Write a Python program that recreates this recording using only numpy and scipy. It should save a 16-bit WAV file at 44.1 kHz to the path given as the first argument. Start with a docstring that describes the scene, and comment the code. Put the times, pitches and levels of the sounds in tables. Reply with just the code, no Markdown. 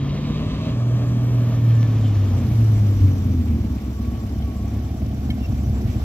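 """Small eight-cylinder car coasting to idle

A car pulls, lifts off the throttle, coasts across an open lot and stops, idling, by a phone.
Crank-order tones and uneven firings ringing two pipes make the exhaust. Shaped noise makes the gas rasp,
tyre roll and engine-bay hiss; a pebble, clacks, whines and a squeak are short pulses and thin tones.
The two microphone ports hear the far car as one point and the near car as a wide source."""
import sys
import numpy as np
from scipy import signal
from scipy.fft import rfft, irfft
from scipy.io import wavfile
from scipy.ndimage import uniform_filter1d, map_coordinates

SR = 44100
rng = np.random.default_rng(int(sys.argv[2]) if len(sys.argv) > 2 else 0)


def digitize_waveform(pressure):
    """Quantize a signal to 16-bit integers and store it at the path in sys.argv[1].

    Rows of a 2-D input are taken as channels; values are limited to [-1, 1].
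    """
    field = np.atleast_2d(pressure).T
    bounded = np.clip(field, -1, 1)
    quanta = np.round(bounded * 32767).astype(np.int16)
    wavfile.write(sys.argv[1], SR, quanta)


N = 266355
TIME = np.arange(N) / SR
PAD = 4096  # mirrored samples at each end of a filtered sound
HZ = np.fft.rfftfreq(N + 2 * PAD, 1 / SR) + 1  # 1 Hz up, so that its log and inverse exist
THROTTLE_SHUTS = (0.692, 0.07)  # start_s, length_s


def undb(db):
    """Decibels to gain."""
    return 10 ** (np.asarray(db) / 20)


def unit(x):
    """Scale to rms 1."""
    return x / np.sqrt(np.mean(x ** 2))


def curves(table):
    """Columns of a table, joined by straight lines in time."""
    s, *columns = np.transpose(table)
    return [np.interp(TIME, s, column) for column in columns]


def ramp(start_s, length_s):
    """Rise from 0 to 1 in a straight line."""
    return np.clip((TIME - start_s) / length_s, 0, 1)


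def walk(rate_hz):
    """Random levels slewed from one to the next at a given rate; spread near 1."""
    hold = int(SR / rate_hz)
    steps = np.repeat(rng.standard_normal(N // hold + 1), hold)
    return 1.56 * uniform_filter1d(steps, hold)[:N]


def shape(x, response):
    """Multiply the spectrum; mirrored ends keep the edges quiet."""
    spectrum = rfft(np.pad(x, PAD, "reflect"))
    return irfft(spectrum * response, N + 2 * PAD)[PAD:-PAD]


def colour(x, points):
    """Equalise through (hz, gain_db) points on a log frequency axis."""
    hz, db = np.transpose(points)
    return shape(x, undb(np.interp(np.log(HZ), np.log(hz), db)))


def ring(x, modes, order=1):
    """Causal resonances (hz, width_hz, gain_db) summed in alternating polarity."""
    response = 0
    for k, (hz, width, db) in enumerate(modes):
        detune = (HZ / hz - hz / HZ) * hz / width
        response = response + (-1) ** k * undb(db) / (1 + 1j * detune) ** order
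    return shape(x, response)


def ringing(modes, flicker_db):
    """Sheet-metal resonances shaken by noise, each flickering in level alone."""
    total = np.zeros(N)
    for mode in modes:
        body = unit(ring(rng.standard_normal(N), [mode]))
        total += body * undb(mode[2] + flicker_db * walk(30))
    return total


def strikes(table):
    """One impulse for each (start_s, peak_db) row."""
    x = np.zeros(N)
    for s, db in table:
        x[int(s * SR)] = undb(db)
    return x


def tone(table, waver, octave_db):
    """A thin tone of wavering pitch and its octave along the table's rows, silent outside them."""
    hz, db = curves(table)
    on = (TIME > table[0][0]) & (TIME < table[-1][0])
    phase = 2 * np.pi * np.cumsum(hz * (1 + waver * walk(60))) / SR
    wave = np.sin(phase) + undb(octave_db) * np.sin(2 * phase)
    return on * np.sqrt(2) * undb(db) * wave


def tyre_roll():
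    """Tyres on tarmac: coloured noise with flickering underbody resonances."""
    # loudness of the roll: start_s, level_db
    roll_level = [(0, -40), (.4, -37.5), (1.6, -39.5), (2.4, -41), (3.2, -47.5), (3.6, -52), (6.04, -62)]
    # colour of tyre noise: hz, gain_db
    roll_colour = [(210, -31), (350, 1), (620, 0), (824, -11), (1150, -6.5), (1460, -17.5), (1790, -11.5),
                   (2040, -21.5), (2280, -15.5), (3280, -16), (5530, -25.5), (5990, -22), (8620, -50),
                   (13000, -35), (15500, -43)]
    # underbody resonances: hz, width_hz, gain_db
    underbody = [(1180, 130, -15.5), (2276, 110, -20.5), (3206, 47, -22), (5800, 140, -29.5),
                 (6750, 85, -27), (7040, 120, -27.5), (7670, 190, -29.5)]
    roll = unit(colour(rng.standard_normal(N), roll_colour)) * undb(0.94 * walk(22))
    return (roll + ringing(underbody, 2.1)) * undb(curves(roll_level)[0])


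def engine_bay(turns):
    """Engine-bay hiss: noise with valve-gear chatter in its treble, plus ringing covers and brackets."""
    # loudness of the bay: start_s, level_db
    bay_level = [(0, -71), (.5, -53), (1, -46), (2, -40.5), (2.8, -38), (3.6, -41), (5, -41.5), (6.04, -39)]
    # colour of bay noise: hz, gain_db
    bay_colour = [(210, -35), (350, 4), (397, -7), (423, 1), (537, -6.5), (681, -9), (936, -17),
                  (1150, -17), (1370, -18), (2170, -22.5), (4500, -26.5), (5710, -25.5), (8350, -42.5),
                  (12600, -27), (15500, -35)]
    # covers and brackets: hz, width_hz, gain_db
    tinware = [(722, 200, -11), (1122, 29, -20), (2305, 580, -14.5), (3036, 180, -22.5), (3544, 60, -27),
               (5900, 200, -22.5), (7450, 210, -24.5)]
    bay = unit(colour(rng.standard_normal(N), bay_colour))
    treble = colour(bay, [(2500, -23), (6000, 0)])
    top = colour(bay, [(8000, -30.5), (10500, -4.5)])
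    # the valve gear chatters twice a turn, unevenly
    twice_a_turn = 2.0 * np.cos(4 * np.pi * turns)
    treble_chatter = undb(twice_a_turn + 2.0 * walk(110))
    top_chatter = undb(twice_a_turn + 2.0 * walk(110))
    hissing = (bay - treble) * undb(1.4 * walk(20))
    hissing += (treble - top) * treble_chatter + top * top_chatter
    return (hissing + ringing(tinware, 3.53)) * undb(curves(bay_level)[0])


def gas_rasp(turns, crank_hz):
    """Gas under throttle: noise that puffs once a firing, with flickering tailpipe resonances."""
    # colour of the gas: hz, gain_db
    rasp_colour = [(530, -41.5), (900, -15), (1040, 2), (1510, -36), (2120, -9.5), (3180, -7), (3880, -13),
                   (4470, -13.5), (6000, -31), (7800, -62), (13200, -120)]
    # tailpipe resonances: hz, width_hz, gain_db
    tailpipe = [(1000, 73, -8), (1135, 64, -8.5), (2050, 120, -11), (2620, 99, -11), (3260, 70, -11),
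                (3780, 60, -9)]
    start_db, db_per_hz = -48, 0.94  # level at the opening crank speed, and its rise with speed
    depth = 0.79  # part of the noise amplitude that puffs
    puff = np.exp(-(4 * turns % 1) / 0.41)  # decays over each quarter turn
    gas = (1 - depth + depth * puff) * rng.standard_normal(N)
    rasp = unit(colour(gas, rasp_colour)) * undb(2 * walk(45)) + ringing(tailpipe, 2.9)
    level_db = start_db + db_per_hz * (crank_hz - crank_hz[0])
    return rasp * undb(level_db) * (1 - ramp(*THROTTLE_SHUTS))


def hiss(turns, crank_hz):
    """The broadband noise of the car, with fresh random noise on each call."""
    return tyre_roll() + engine_bay(turns) + gas_rasp(turns, crank_hz)


def pebble_snap():
    """A pebble snaps under a tyre: a very short damped 2200 Hz wave."""
    # the snap: start_s, peak_db
    pebble = [(1.83, -20)]
    t = np.arange(SR // 8) / SR
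    snap = np.cos(2 * np.pi * 2200 * t) * np.exp(-t / 0.00024)
    return signal.fftconvolve(strikes(pebble), snap)[:N]


def metal_clacks():
    """Metal clacks in the car: damped modes and a short noise crack with a softened onset."""
    # the clacks: start_s, peak_db
    clack_hits = [(4.2433, -53), (4.4214, -37), (4.4794, -48), (5.3015, -23.5)]
    # modes of the metal: hz, gain_db, t60_s
    clack_modes = [(1760, 3, .07), (2196, 13, 0.05), (2600, 5, .02), (3120, 15, 0.05), (3500, 6, .02),
                   (3950, 9, .03), (4300, 3, 0.03), (5000, 0, 0.02)]
    t = np.arange(SR // 8) / SR
    modes = sum(undb(db) * np.sin(2 * np.pi * hz * t) * 1000. ** (-t / t60) for hz, db, t60 in clack_modes)
    crack = undb(16) * np.diff(rng.standard_normal(len(t) + 1)) * np.exp(-t / 0.008)
    clack = (modes + uniform_filter1d(crack, size=6)) * (1 - np.exp(-t / 0.0027))
    return signal.fftconvolve(strikes(clack_hits), clack / clack.max())[:N]


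def whines_and_squeak():
    """Thin gliding tones of wavering pitch, each with a faint octave."""
    # a gear whine: start_s, pitch_hz, level_db
    gear_whine = [(1.25, 1870, -70), (1.5, 1824, -66), (1.85, 1735, -48), (1.95, 1750, -83)]
    # a brief squeak: start_s, pitch_hz, level_db
    squeak = [(5.39, 2830, -56), (5.43, 2760, -49), (5.45, 2730, -39), (5.46, 2710, -41),
              (5.468, 2700, -70)]
    # a high whine while coasting: start_s, pitch_hz, base_level_db
    high_whine = [(.72, 3190, -66), (.85, 3200, -59.5), (1.2, 3210, -58), (1.55, 3200, -69)]
    # a belt-driven pump at idle: start_s, pitch_hz, base_level_db
    pump_whine = [(3.4, 1125, -70), (3.9, 1120, -60), (4.8, 1121, -62), (6.04, 1110, -67)]
    steady = tone(gear_whine, 0.006, -28) + tone(squeak, 0.006, -15)
    high = tone(high_whine, 0.004, -41) * undb(2.5 * walk(14))
    pump = tone(pump_whine, 0.012, -40) * undb(4.1 * walk(5))
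    return steady + high + pump


def firing_pulses(turns):
    """Four firings a turn, uneven in strength and timing, as a train of rms 1."""
    # strength of each firing in the eight-cylinder cycle: gain_db
    cylinder_db = [-5, -5.5, -2, -8.5, -8.5, -3.5, -5, -3.5]
    count = np.arange(1, int(4 * turns[-1]))
    strength_chance, timing_chance = rng.standard_normal((len(count), 2)).T
    size = undb(np.array(cylinder_db)[count % 8] + 1.5 * np.clip(strength_chance, -2, 1.5))
    at = np.searchsorted(4 * turns, count + 0.146 * timing_chance)
    pulses = np.zeros(N)
    # taking off most of the mean leaves mainly the unevenness
    np.add.at(pulses, np.clip(at, 0, N - 1), size - 0.83 * size.mean())
    # fewer firings a second at idle: each one is stronger for the same level
    return unit(pulses / np.sqrt(np.gradient(turns)))


def driven(pulses, noise_db, modes):
    """Steep resonances driven by firings and turbulent gas noise, at rms 1."""
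    return unit(ring(pulses + undb(noise_db) * rng.standard_normal(N), modes, order=2))


def pipes_and_block(turns):
    """One train of firings drives the short pipes, the long pipe and the engine block."""
    # short pipes' burble and long pipe's boom: start_s, burble_level_db, boom_level_db
    pipe_levels = [(0, -27.5, -25.5), (.65, -28.5, -27.5), (1.85, -31.5, -28), (2.45, -27, -25.5),
                   (3, -30, -24), (3.5, -25.5, -26.5), (3.9, -30.5, -28), (6.04, -29.5, -25)]
    # short pipes: hz, width_hz, gain_db
    short_pipes = [(206, 67.3, 6), (249.7, 46.5, 3.5), (297.2, 56, 0), (400, 67, -23), (655, 174, -19.5)]
    # long pipe: hz, width_hz, gain_db
    long_pipe = [(59.5, 42, 3), (105.8, 38, 1), (137.1, 23, 1.5)]
    # engine block: hz, width_hz, gain_db
    block_modes = [(650, 120, 2.5), (780, 140, -3)]
    pulses = firing_pulses(turns)
    burble_db, boom_db = curves(pipe_levels)
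    burble = driven(pulses, 0.5, short_pipes) * undb(burble_db)
    boom = driven(pulses, -1.5, long_pipe) * undb(boom_db)
    # the block is heard once the phone is by the bonnet
    block = driven(pulses, 3, block_modes) * undb(-50) * ramp(3.92, 0.53)
    return burble + boom + block


def strong_thumps():
    """Single strong firings: the long pipe swings out, in and out again."""
    # the thumps: peak_s, peak_db
    thump_hits = [(3.497, -10.5), (3.535, -17), (3.714, -15), (4.785, -14.5), (4.843, -24), (5.503, -14.5),
                  (5.676, -12.5), (5.706, -11.5), (5.856, -6.5), (5.897, -17), (5.977, -17)]
    t = np.arange(-SR // 30, SR // 30 + 1) / SR
    swing = np.cos(2 * np.pi * 95 * t) * np.exp(-(t / 0.0081) ** 2)
    return signal.fftconvolve(strikes(thump_hits), swing, "same")


def crank_notes(turns, crank_hz):
    """Each crank order has its strength in each state of the engine and sounds as the exhaust passes it."""
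    # clean notes: crank_order, pulling_db, dragged_db, running_free_db
    order_levels = [(1.5, -42, -20.5, -30), (3, -59, -14, -34), (4, -14, -22, -14), (5, -56, -36, -28),
                    (6, -48, -41.5, -32.5), (7, -39.5, -35, -53), (8, -38, -35.5, -34.5),
                    (11, -50, -46.5, -41), (12, -48, -52, -32.5), (15, -50, -40, -44), (16, -33, -35, -50)]
    # how the exhaust passes a steady note: hz, gain_db
    passage = [(40, -35), (58, -18.5), (68, -13), (84, -6.5), (100, -1), (113, 0), (120, -4.5), (128, -9.5),
               (160, -12.5), (200, -9), (245, -0.5), (290, -1.5), (320, -17.5), (570, -33), (625, -11.5),
               (680, -12)]
    # the notes swell and sag: start_s, gain_db
    swell = [(0, 2), (.15, -2), (1.1, -1), (1.2, 0), (1.5, 0.5), (1.6, -2), (1.75, -1), (2.82, 1), (2.9, 1),
             (2.98, -3), (3.04, 5.5), (3.18, -5.5), (3.3, 2.5), (3.35, -3.5), (3.39, 6), (3.46, -5),
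             (3.54, 5.5), (3.62, -2.5), (4.6, 0.5), (5.4, -3.5), (6.04, 2)]
    # the engine pulls, is dragged by the coasting car, then runs free down to idle
    pulling = 1 - ramp(*THROTTLE_SHUTS)
    dragged = ramp(0.55, 0.31) * (1 - ramp(2.365, 0.28))
    running_free = ramp(2.33, 0.3)
    states = [pulling, dragged, running_free]
    hz, db = np.transpose(passage)
    notes = np.zeros(N)
    for order, *state_db in order_levels:
        passed_db = np.interp(np.log(order * crank_hz), np.log(hz), db) + 1.14 * walk(12)
        strength = undb(state_db) @ states * undb(passed_db)
        notes += strength * np.sin(2 * np.pi * order * turns)
    return np.sqrt(2) * notes * undb(curves(swell)[0])


def exhaust(turns, crank_hz):
    """Clean crank-order notes over uneven firings that ring the pipes and block, with single thumps."""
    return crank_notes(turns, crank_hz) + pipes_and_block(turns) + strong_thumps()


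def scene():
    """Direct sound reaches the ports with a moving lag; the wide part of the hiss differs left and right."""
    # crank speed: start_s, crank_hz
    speed = [(0, 34.6), (.6, 39.4), (1, 40.1), (1.25, 40.1), (1.6, 39), (1.8, 37.9), (2, 36.3), (2.2, 33.5),
             (2.4, 30.2), (2.6, 27.9), (3.2, 22.8), (3.4, 20.8), (3.78, 16.7), (4.3, 16.4), (4.7, 17.2),
             (5.3, 17.5), (6.04, 16.4)]
    # place of the car: start_s, right_after_left_ms, share of treble power arriving from all round (0-1)
    bearing = [(0, .06, 0.27), (.5, .11, 0.31), (1.2, 0.096, 0.18), (2.1, 0.036, 0.57), (2.4, 0.071, 0.77),
               (3, 0.15, 0.82), (4.5, .13, 0.93), (5, -0.14, 0.95), (6.04, -.16, 0.83)]
    crank_hz = curves(speed)[0]
    turns = np.cumsum(crank_hz) / SR
    lag_ms, wide = curves(bearing)
    shared = hiss(turns, crank_hz)
    # long waves stay alike at both ports even from a wide source
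    long_waves = colour(shared, [(1200, -4.0), (5000, -24.5)])
    shared = np.sqrt(1 - wide) * shared + 0.41 * np.sqrt(wide) * long_waves
    point = shared + pebble_snap() + metal_clacks() + whines_and_squeak() + exhaust(turns, crank_hz)
    # the open lot returns a little unlike bass to each port, 900 samples late
    late = np.pad(point, (900, 0), "reflect")[:N]
    lot = colour(late, [(30, -14.5), (70, -32.5), (300, -19.5), (600, -31)])
    ports = []
    for side in (1, -1):
        # half the lag in samples, forward on the left and back on the right
        heard_at = np.arange(N) + side * lag_ms * SR / 2000
        direct = map_coordinates(point, [heard_at], order=3, mode="mirror")
        around = colour(hiss(turns, crank_hz), [(400, -8.5), (2000, -2), (5000, -1)])
        ports.append(direct + side * lot + np.sqrt(wide) * around)
    return np.array(ports)


def record(dry):
    """The ports differ a little in colour and by band; the phone cuts the deep bass and the top."""
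    # colour between the ports: hz, left_minus_right_db
    port_tilt = [(300, 0), (1000, .5), (2500, -0.4), (5000, -3), (9000, 0.5)]
    tilt = np.array(port_tilt)
    left = colour(dry[0], tilt * [1, 0.5])
    right = colour(dry[1], tilt * [1, -0.5])
    # the ports agree best in the low treble
    apart = colour((left - right) / 2, [(1300, 1.5), (2400, -4.5), (3800, 0.0)])
    wet = (left + right) / 2 + np.array([apart, -apart])
    wet = signal.sosfilt(signal.butter(2, 40, "high", fs=SR, output="sos"), wet)
    return signal.sosfilt(signal.ellip(12, 0.5, 80, 15640, fs=SR, output="sos"), wet)


dry = scene()
out = record(dry)
digitize_waveform(out)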